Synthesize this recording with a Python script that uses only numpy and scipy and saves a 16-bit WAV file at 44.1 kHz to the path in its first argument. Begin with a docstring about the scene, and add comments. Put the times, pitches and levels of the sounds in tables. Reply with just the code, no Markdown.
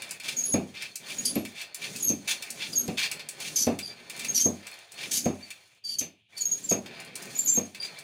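"""A steel floor pump inflates a snow tube in a carpeted room, ten strokes at a nearly even pace.
Air, as shaped noise, rushes through the barrel from the start, while the sliding piston rumbles.
The loose rod clacks in its cap: short bursts of noise that ring the barrel. Then the dry seal rasps, as
chopped noise, and squeaks, as unsteady high tones. Each push ends in a thud of fading low tones and noise.
These sounds return stroke after stroke over a quiet background."""
import sys
import numpy as np
from scipy import signal
from scipy.fft import rfft, irfft
from scipy.io import wavfile

SR = 44100
rng = np.random.default_rng(int(sys.argv[2]) if len(sys.argv) > 2 else 0)


def store_pcm(level_fs):
    """Save levels as 16-bit WAV."""
    pcm = np.round(np.clip(level_fs, -1, 1) * 32767).astype(np.int16)
    wavfile.write(sys.argv[1], SR, np.atleast_2d(pcm).T)


N = 354123  # length in samples, about 8 seconds

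# All dB columns are relative levels: each sound is balanced once more where it is made.

# Up strokes, drawing air in. Each row: start in seconds, length in seconds, rush in dB, hiss in dB,
# rumble in dB.
UP_STROKES = [(-.15, 0.45, -42.5, -56.5, -56), (0.64, 0.47, -49, -57, -60), (1.437, 0.47, -47, -70, -64),
              (2.18, 0.45, -43, -53.5, -55.5), (2.99, 0.43, -43.5, -65, -55.5),
              (3.738, 0.62, -46.5, -62, -54.5), (4.48, 0.52, -45.5, -60, -77), (5.29, 0.48, -53, -62, -75),
              (6.805, 0.47, -42, -62, -49.5), (7.715, 0.41, -43.5, -59, -57.5)]
# Down strokes, each ending in a thud. Each row: landing time in seconds, push length in seconds,
# rush in dB, hiss in dB, rumble in dB, boom in dB, knock in dB, clank in dB.
DOWN_STROKES = [(0.539, .38, -47, -49, -52.5, -9.5, -24.5, -21.5),
                (1.356, 0.38, -44, -44.5, -49.5, -13, -31.5, -23.5),
                (2.097, 0.36, -44.5, -45.5, -49.5, -15, -37.5, -28),
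                (2.879, 0.46, -48, -46, -52, -17.5, -32.5, -25),
                (3.668, 0.37, -43, -46.5, -52, -10.5, -23, -23.5),
                (4.456, 0.39, -42, -45, -52, -12, -29.5, -40),
                (5.256, 0.36, -45, -47, -51.5, -11.5, -26, -26),
                (6.01, 0.19, -59.5, -69, -62, -28, -42.5, -24.5),
                (6.712, 0.43, -50.5, -50.5, -56, -14.5, -25.5, -22),
                (7.57, 0.47, -42, -46.5, -53.5, -18.5, -31, -28.5)]
# How each sound swells within a stroke. Each holds: loudest point as a share of the stroke,
# sag by the end in dB, time constant of the dying away in seconds.
PUSH_RUSH = (0.29, 9.3, 0.14)  # air rushes while the piston runs freely
PUSH_HISS = (0.86, 5, 0.11)  # it hisses past the seal as pressure builds
PUSH_RUMBLE = (.7, 0.5, 0.032)  # the barrel shakes most under full load
LIFT_AIR = (0.43, 12, 0.035)
LIFT_RUMBLE = (0.16, 9.3, 0.05)
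# Rod and valve clacks. Each row: start in seconds, crack level in dB, barrel ring in dB.
CLACKS = [(0.0194, -31, -22.5), (0.1086, -24, -34), (0.199, -36.5, -26), (0.8215, -30.5, -18),
          (.956, -23.5, -30.5), (1.4503, -32, -23), (1.6136, -32.5, -31), (1.7445, -25.5, -30),
          (1.961, -26.5, -48), (2.4231, -27, -22), (2.503, -24.5, -33), (3.114, -22, -19),
          (3.194, -40, -21), (3.2875, -24, -29.5), (3.4011, -29.5, -33), (3.7879, -26, -20.5),
          (4.0971, -29, -23), (4.1943, -26.5, -38), (4.2458, -24.5, -19.5), (4.668, -33.5, -27.5),
          (4.9185, -36.5, -42), (5.504, -32, -25), (6.3778, -28, -36), (6.859, -47, -25), (7, -35.5, -32),
          (7.1543, -26, -29), (7.224, -32.5, -48), (7.7465, -37.5, -24), (7.987, -34, -56)]
# The seal chatters without a pitch. Each row: start in seconds, length in seconds, swell time in seconds,
# scrape level in dB, hiss in dB.
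RASPS = [(.219, 0.11, 0.023, -36, -37), (0.732, 0.14, 0.02, -42, -70), (1.05, 0.076, 0.023, -41.5, -41.5),
         (1.541, 0.095, 0.017, -41, -45.5), (1.791, 0.07, 0.037, -36, -38),
         (2.272, 0.043, 0.0067, -29.5, -26), (2.573, 0.095, 0.023, -36, -51),
         (2.97, .083, 0.0033, -28.5, -34.5), (3.398, 0.09, 0.0057, -40.5, -38.5),
         (3.556, 0.033, .01, -47, -41.5), (4.185, 0.018, 0.061, -16, -58.5),
         (4.358, 0.041, 0.02, -43.5, -51.5), (4.968, 0.092, 0.013, -39, -47),
         (5.108, 0.064, 0.0043, -46.5, -27.5), (7.81, 0.049, 0.016, -43.5, -41.5)]
# Seal squeaks. Each row: start in seconds, length in seconds, basic pitch in Hz, level in dB,
# roughness from 0 to 1.
SQUEAKS = [ (0.363, 0.043, 6590, -34, 0.28), (.436, 0.0098, 6660, -30.5, 0),
           (0.449, 0.066, 10340, -39, 0.3), (0.516, 0.026, 6646, -32, .12),
           (1.183, 0.0088, 6710, -33, 0.03), (1.248, 0.037, 4770, -37.5, 0.45),
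           (1.249, 0.016, 6360, -37, 0.69), (1.252, 0.0086, 9300, -29, 0.63),
           (1.271, 0.034, 10160, -40.5, .1), (1.352, 0.0064, 11420, -37.5, 0.17),
           (2, 0.0081, 6860, -41, 0.2), (2.022, 0.012, 10280, -39.5, 0.25),
           (2.023, 0.029, 6640, -34.5, 0.15), (2.028, 0.024, 11620, -37, .05),
           (2.069, 0.039, 6440, -30, 0.26), (2.728, .011, 4790, -39, 0.5), (2.753, 0.026, 6610, -30.5, .2),
           (2.762, 0.049, 6480, -37.5, 0.1), (2.78, 0.013, 11540, -34.5, 0.08),
           (3.557, 0.011, 6230, -27.5, 0.54), (3.563, 0.071, 6090, -32.5, 0.57),
           (3.824, 0.07, 4750, -45.5, 0.28), (4.283, 0.017, 6490, -32, 0.13),
           (4.344, 0.039, 5845, -29, 0.59), (4.396, 0.028, 6290, -29, 0.45),
           (4.439, 0.021, 6467, -26.5, 0.22), (5.125, 0.064, 6330, -34.5, .95),
           (5.241, 0.029, 6450, -40.5, 0.2), (5.424, 0.0087, 4560, -46.5, 0.11),
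           (5.838, 0.048, 4630, -42.5, 0.37), (5.882, 0.064, 4600, -40.5, 0.42),
           (5.984, 0.011, 6290, -28.5, 0.51), (6.364, 0.054, 4450, -45.5, 0.44),
           (6.403, 0.022, 6710, -33.5, 0.25), (6.452, 0.0077, 6630, -26.5, 0.16),
           (6.512, 0.014, 6670, -28, 0.18), (6.636, .015, 7390, -40.5, .25),
           (6.687, 0.038, 6583, -29.5, 0.31), (7.349, .028, 6870, -41, 0.16),
           (7.372, 0.039, 11780, -48, 0.16), (7.387, .008, 7230, -25.5, 0.26),
           (7.445, 0.016, 11700, -39.5, .13), (7.457, 0.024, 6850, -33.5, 0),
           (7.473, .024, 6290, -31, 0.34), (7.474, 0.067, 7340, -30.5, 0.06),
           (7.534, 0.011, 11970, -40, .23), (7.548, 0.0385, 6485, -30, 0.01),
           (7.799, 0.037, 4750, -40, 0.11)]

# Resonances of the steel barrel. Each row: pitch in Hz, width in Hz, level in dB.
BARREL = [(1827, 43, -7), (2343, 125, 2), (2420, 106, 1), (2580, 130, 7), (2781, 34, 5), (3178, 170, -2),
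          (3512, 148, 0.5), (4130, 25, -1.5), (4330, 57, 4.5), (4800, 27, -2.5), (4840, 190, -13.5),
          (5420, 20, -47)]
# Other modes of the seal's lip, which a rough slip sets off together. Each row: pitch in Hz,
# width in Hz before widening, level in dB.
SEAL_LIP = [(3160, 150, -13), (4690, 170, -5), (5350, 1200, -9), (6620, 270, -2), (7000, 200, -7.5),
            (9500, 780, -10), (10700, 230, -7.5), (11600, 500, -8.5)]
# Modes of the pump standing on the floor, low ones and then higher ones. Each row: basic pitch in Hz,
# level in dB, time to fade by 60 dB in seconds.
BODY = [(92.6, -15, 0.43), (153.3, -9.5, 0.17), (198.2, -11, 0.42), (234.3, -4, 0.27), (285.8, -4.5, 0.24),
        (366, -25, 0.11)]
KNOCK = [(413, -14, 0.19), (484.8, 11.5, 0.2), (548.5, 4, 0.14), (585, 4, 0.18), (660, -0.5, 0.21),
         (730, -49, 0.13)]

# Noise colours. Each row: frequency in Hz, level at that frequency in dB.
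RUSH = [(400, 4.5), (700, 8), (1300, 1.5), (2000, 4), (2600, -3.5), (3300, -2.5), (4500, 1.5), (5600, -8),
        (7000, -17), (10000, -48.5), (15000, -41.5)]  # air in the barrel
HISS = [(2650, -9.5), (4500, -4), (5330, -6), (6200, 1), (8140, -7.5), (9270, -2.5), (11200, -13.5),
        (12600, -19.5), (15100, -9.5), (16200, -32), (16500, -68.5)]  # air past the cap and seal
RUMBLE = [(30, -28), (60, -20), (100, -9), (150, -4.5), (230, -0.5), (320, -7), (420, -4), (620, -12),
          (900, -21.5), (1500, -19.5)]  # the sliding piston
TICK = [(1470, -45), (2500, -31), (3350, -16), (4280, 3), (5510, 2.5), (9350, 4), (13000, -7), (15200, -4),
        (16100, -10.5), (16500, -43)]  # bright hits and grit
RASP = [(500, -14), (1000, -9.5), (1400, -9.5), (1900, -4.5), (2500, -8.5), (3300, -3.5), (4500, -6),
        (5600, -6.5), (7000, -11), (9500, -18.5), (13000, -22)]  # the scraping seal
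THUMP = [(45, -28.5), (70, -27.5), (95, -10.5), (130, -11), (170, -5.5), (230, -2), (290, -5), (350, -6),
         (600, -19.5)]  # the floor's many weak modes
CLUNK = [(330, -10), (400, 5), (470, -12.5), (600, 2), (760, -1.5), (900, -9.5), (1200, -12.5), (1450, -20),
         (1900, -19)]  # the pump's many weak modes
QUIET = [(18, -83), (30, -34.5), (106, 13.5), (374, -21), (962, -88), (1390, -48.5), (2410, 8), (3490, 4.5),
         (6380, -37), (16000, -45.5)]  # the quiet background

QUIET_DB = -69  # background level
EDDY_DB = 6.5  # how far the eddies push each barrel resonance up and down
GRIT_PER_S, GRIT_DB = 5, 5  # faint ticks of the dry rod; their level against the airflow
SQUEAK_SAG = 0.047  # share of the pitch that a fully rough squeak falls
SQUEAK_WAVER = 0.0056  # slow unsteadiness, as a share of the pitch
SQUEAK_RISE_S, SQUEAK_SLOW_RISE = 0.0025, 0.033  # attack, plus this share of the squeak's length
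TOP_HZ = 16300  # nothing much is heard above this


def undb(db):
    """Turn decibels into a gain."""
    return 10 ** (np.asarray(db) / 20)


def unit(x):
    """Scale to an rms level of 1."""
    return x / np.sqrt(np.mean(x ** 2) + 1e-20)


def add(out, s, x):
    """Mix x into out from time s on."""
    i = max(int(s * SR), 0)
    out[i:i + len(x)] += x[:max(len(out) - i, 0)]


def noise(colour, size=N):
    """Noise of rms 1 with the given colour, fading beyond both ends of its table."""
    hz, db = np.transpose(colour)
    f = np.fft.rfftfreq(size, 1 / SR) + 1
    gain = undb(np.interp(np.log(f), np.log(hz), db))
    skirts = np.minimum(f / hz[0], 1) ** 2 * np.minimum(hz[-1] / f, 1) ** 4
    return unit(irfft(rfft(rng.standard_normal(size)) * gain * skirts, size))


def wander(rate, size=N):
    """A smooth random curve of rms 1 that changes about rate times a second."""
    f = np.fft.rfftfreq(size, 1 / SR)
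    return unit(irfft(rfft(rng.standard_normal(size)) / (1 + (f / rate) ** 4), size))


def resonate(x, hz, width):
    """One resonance, gain 1 at its centre."""
    return signal.lfilter(*signal.iirpeak(hz, hz / width, SR), x)


def barrel(x):
    """Pass a sound through the resonances of the steel tube."""
    return sum(undb(db) * resonate(x, hz, width) for hz, width, db in BARREL)


def room(x, t60, wet_db):
    """A small furnished room: dense reflections that start 3 ms late and fade by 60 dB in t60 seconds."""
    t = np.arange(SR // 3) / SR
    tail = rng.standard_normal(len(t)) * undb(-60 * t / t60) * (t > .003)
    return x + undb(wet_db) * signal.fftconvolve(x, tail / np.linalg.norm(tail))[:len(x)]


def gate(t, length, rise, fall):
    """A loudness curve that swells, holds until length seconds and dies away."""
    return (1 - np.exp(-(t / rise) ** 2)) * np.exp(-np.maximum(t - length, 0) / fall)


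def ring(modes, t):
    """Damped modes, struck a little differently at every blow."""
    out = 0
    for k, (hz, db, t60) in enumerate(modes):
        size_db, detune = rng.standard_normal(2)
        loudness = undb(db + 1.5 * size_db - 60 * t / t60)
        sign = (-1) ** k  # neighbouring modes start in opposite directions
        out = out + sign * loudness * np.sin(2 * np.pi * hz * (1 + .008 * detune) * t)
    return out


def swell(start, length, shape):
    """One stroke's gain: grows to its loudest point, sags to the end of the stroke, then dies away."""
    peak, sag_db, release_s = shape
    peak = np.clip(peak, .05, .95)
    t = np.arange(N) / SR - start
    rise = np.sin(np.pi / 2 * np.clip(t / (peak * length), 0, 1)) ** 1.3
    sag = undb(-sag_db * np.clip((t / length - peak) / (1 - peak), 0, 1))
    return rise * sag * np.exp(-np.maximum(t - length, 0) / release_s)


def pumping(push_shape, lift_shape, axis):
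    """Gain through all down and up strokes of the rush (axis 0), hiss (1) or rumble (2)."""
    down = sum(undb(levels[axis]) * swell(lands - length, length, push_shape)
               for lands, length, *levels in DOWN_STROKES)
    up = sum(undb(levels[axis]) * swell(s, length, lift_shape) for s, length, *levels in UP_STROKES)
    return np.hypot(down, up)


def background():
    """A steady, very soft noise lies under everything."""
    return noise(QUIET) * undb(QUIET_DB)


def air():
    """Turbulent rush and hiss through the cap; eddies favour changing barrel resonances; the rod adds grit."""
    t = np.arange(N) / SR
    flow = pumping(PUSH_RUSH, LIFT_AIR, axis=0)
    flutter = undb(1.3 * wander(14) + 1.2 * wander(60) + 1.5 * wander(900))
    rush = noise(RUSH) * flow * undb(-5.5) * flutter
    hiss = noise(HISS) * pumping(PUSH_HISS, LIFT_AIR, axis=1) * undb(1.0) * flutter

    # each resonance gets its own random level curve, about 35 points a second
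    eddies = rng.standard_normal((len(BARREL), 280))
    eddy_s = np.linspace(0, t[-1], eddies.shape[1])
    ringing = np.zeros(N)
    for (hz, width, db), eddy in zip(BARREL, eddies):
        eddy_gain = undb(db + EDDY_DB * np.interp(t, eddy_s, eddy))
        ringing += resonate(rush * eddy_gain, hz, width)

    # rare random catches, each fading with a time constant of 2 ms
    starts = 1. * (rng.random(N) < GRIT_PER_S / SR)
    catches = signal.lfilter([1], [1, -np.exp(-1 / (0.002 * SR))], starts)
    grit = noise(TICK) * catches * flow * undb(GRIT_DB)
    return 0.68 * rush + 1.02 * ringing + hiss + grit


def slide():
    """The piston rumbles in the barrel; in each push the air's hollow note grows and rises to the thud."""
    t = np.arange(N) / SR
    judder = undb(2.5 * wander(16))
    rumble = noise(RUMBLE) * judder * undb(0.9)
    # climbs from 0 to 1 in each push, then drops back within 60 ms
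    push = sum(np.interp(t - lands, [-length, 0, .06], [0, 1, 0]) for lands, length, *_ in DOWN_STROKES)
    hollow_hz = 215 + 45 * push
    hollow = wander(52) * np.sin(2 * np.pi * np.cumsum(hollow_hz) / SR)
    return (rumble + undb(8) * push * hollow) * pumping(PUSH_RUMBLE, LIFT_RUMBLE, axis=2)


def clacks():
    """The rod hits its cap: a bright crack, a short chatter and the ring of the barrel."""
    out, t = np.zeros(N), np.arange(SR // 4) / SR
    attack = 1 - np.exp(-t / 0.00098)
    for s, db, ring_db in CLACKS:
        crack = noise(TICK, size=len(t)) * (np.exp(-t / 0.0041) + 0.27 * np.exp(-t / 0.0095))
        steel = unit(barrel(rng.standard_normal(len(t)))) * np.exp(-t / 0.014)
        add(out, s, (crack * undb(db - 4.0) + steel * undb(ring_db - 12.5)) * attack)
    return out


def rasps():
    """Irregular slips of the seal chop the air into a coarse scrape that rings the barrel."""
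    out, t = np.zeros(N), np.arange(SR // 4) / SR
    for s, length, swell_s, db, hiss_db in RASPS:
        shape = gate(t, length, swell_s, 0.01)
        slips = undb(1.6 * wander(340, size=len(t)) + 3.05 * wander(53, size=len(t))) * shape
        # uneven, but each with the strength its smooth shape sets
        slips = slips * np.linalg.norm(shape) / np.linalg.norm(slips) * undb(-4.5)
        scrape = noise(RASP, size=len(t)) * slips * undb(db)
        scrape = .5 * scrape + 1.8 * barrel(scrape)
        hiss = noise(HISS, size=len(t)) * slips * undb(hiss_db)
        add(out, s, scrape + hiss)
    return out


def squeaks():
    """The seal sticks and slips at a high pitch; when rough, it flaps and rings its other modes too."""
    out, t = np.zeros(N), np.arange(SR // 4) / SR
    for s, length, pitch_hz, db, rough in SQUEAKS:
        # a rough squeak starts sharp and drops as the seal grips
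        fall = SQUEAK_SAG * (.5 - np.minimum(t / length, 1)) + 0.13 * np.exp(-t / 0.0053)
        slow_waver = SQUEAK_WAVER * wander(45, size=len(t))
        fast_waver = (0.00067 + 0.03 * rough) * wander(610, size=len(t))
        hz = pitch_hz * (1 + rough * fall) * (1 + slow_waver + fast_waver)
        phase = 2 * np.pi * np.cumsum(hz) / SR

        # flapping varies the loudness fast enough to add side tones
        flap_hz = 1400 * (1 + 0.14 * wander(220, size=len(t)))
        flap = np.sin(2 * np.pi * np.cumsum(flap_hz) / SR)
        octave = undb(-23.5 + 10 * rough) * (pitch_hz < SR / 5)  # only lower squeaks get an octave
        tone = np.sin(phase) * (1 + rough ** 2 * flap)
        tone = tone + octave * np.sin(2 * phase) * (1 + 2 * rough ** 2 * flap)

        slips = rng.standard_normal(len(t))
        lip = np.zeros(len(t))
        for mode_hz, width, mode_db in SEAL_LIP:
            once = resonate(slips, mode_hz, 1.3 * width)
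            lip += undb(mode_db) * resonate(once, mode_hz, 1.3 * width)
        leak = noise(HISS, size=len(t))  # air leaks past the flapping lip
        tone = tone + 1.16 * rough ** 2 * unit(lip) + 0.1 * rough * leak

        shape = gate(t, length, SQUEAK_RISE_S + SQUEAK_SLOW_RISE * length, 0.0054)
        grip = undb(2.2 * wander(130, size=len(t)))
        heard = room(tone * shape * grip, t60=0.17, wet_db=-1.5)
        add(out, s, unit(heard) * np.sqrt(np.mean(shape ** 2)) * undb(db + 7.5))
    return out


def thuds():
    """The piston lands: the floor booms, the pump knocks on its foot and the steel clanks."""
    out, t = np.zeros(N), np.arange(SR // 2) / SR
    attack = 1 - np.exp(-t / 0.0034)
    weak = np.exp(-t / 0.045)
    for s, *_, boom_db, knock_db, clank_db in DOWN_STROKES:
        # a few strong modes join many weak ones, which are heard as noise
        boom = .29 * ring(BODY, t) + .24 * noise(THUMP, size=len(t)) * weak
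        knock = 0.27 * ring(KNOCK, t) + 0.63 * noise(CLUNK, size=len(t)) * weak
        clank = unit(barrel(rng.standard_normal(len(t)))) * np.exp(-t / 0.038)
        clank = clank + 2.5 * noise(TICK, size=len(t)) * np.exp(-t / 0.002)
        low = boom * undb(boom_db) + knock * undb(knock_db)
        add(out, s, low * attack + clank * undb(clank_db - 14))
    return out


def scene():
    """Mix all sounds in the centre; a very faint smear of the treble above 9 kHz differs between channels."""
    mid = squeaks()
    mid = mid + room(rasps() + clacks(), t60=0.17, wet_db=-3)
    mid = mid + room(thuds(), t60=0.21, wet_db=-15.5)
    mid = mid + undb(-1.0) * room(air() + slide(), t60=.14, wet_db=-3.5)
    mid = mid + background()
    treble = signal.sosfilt(signal.butter(6, 9000, "high", fs=SR, output="sos"), mid)
    smear = rng.standard_normal(SR // 200)  # 5 ms of random values
    side = undb(-30) * signal.fftconvolve(treble, smear / np.linalg.norm(smear))[:N]
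    return np.array([mid + side, mid - side])


def record(dry):
    """A steep filter cuts the very top of the treble."""
    return signal.sosfilt(signal.ellip(10, .2, 70, TOP_HZ, fs=SR, output="sos"), dry)


dry = scene()
out = record(dry)
store_pcm(out)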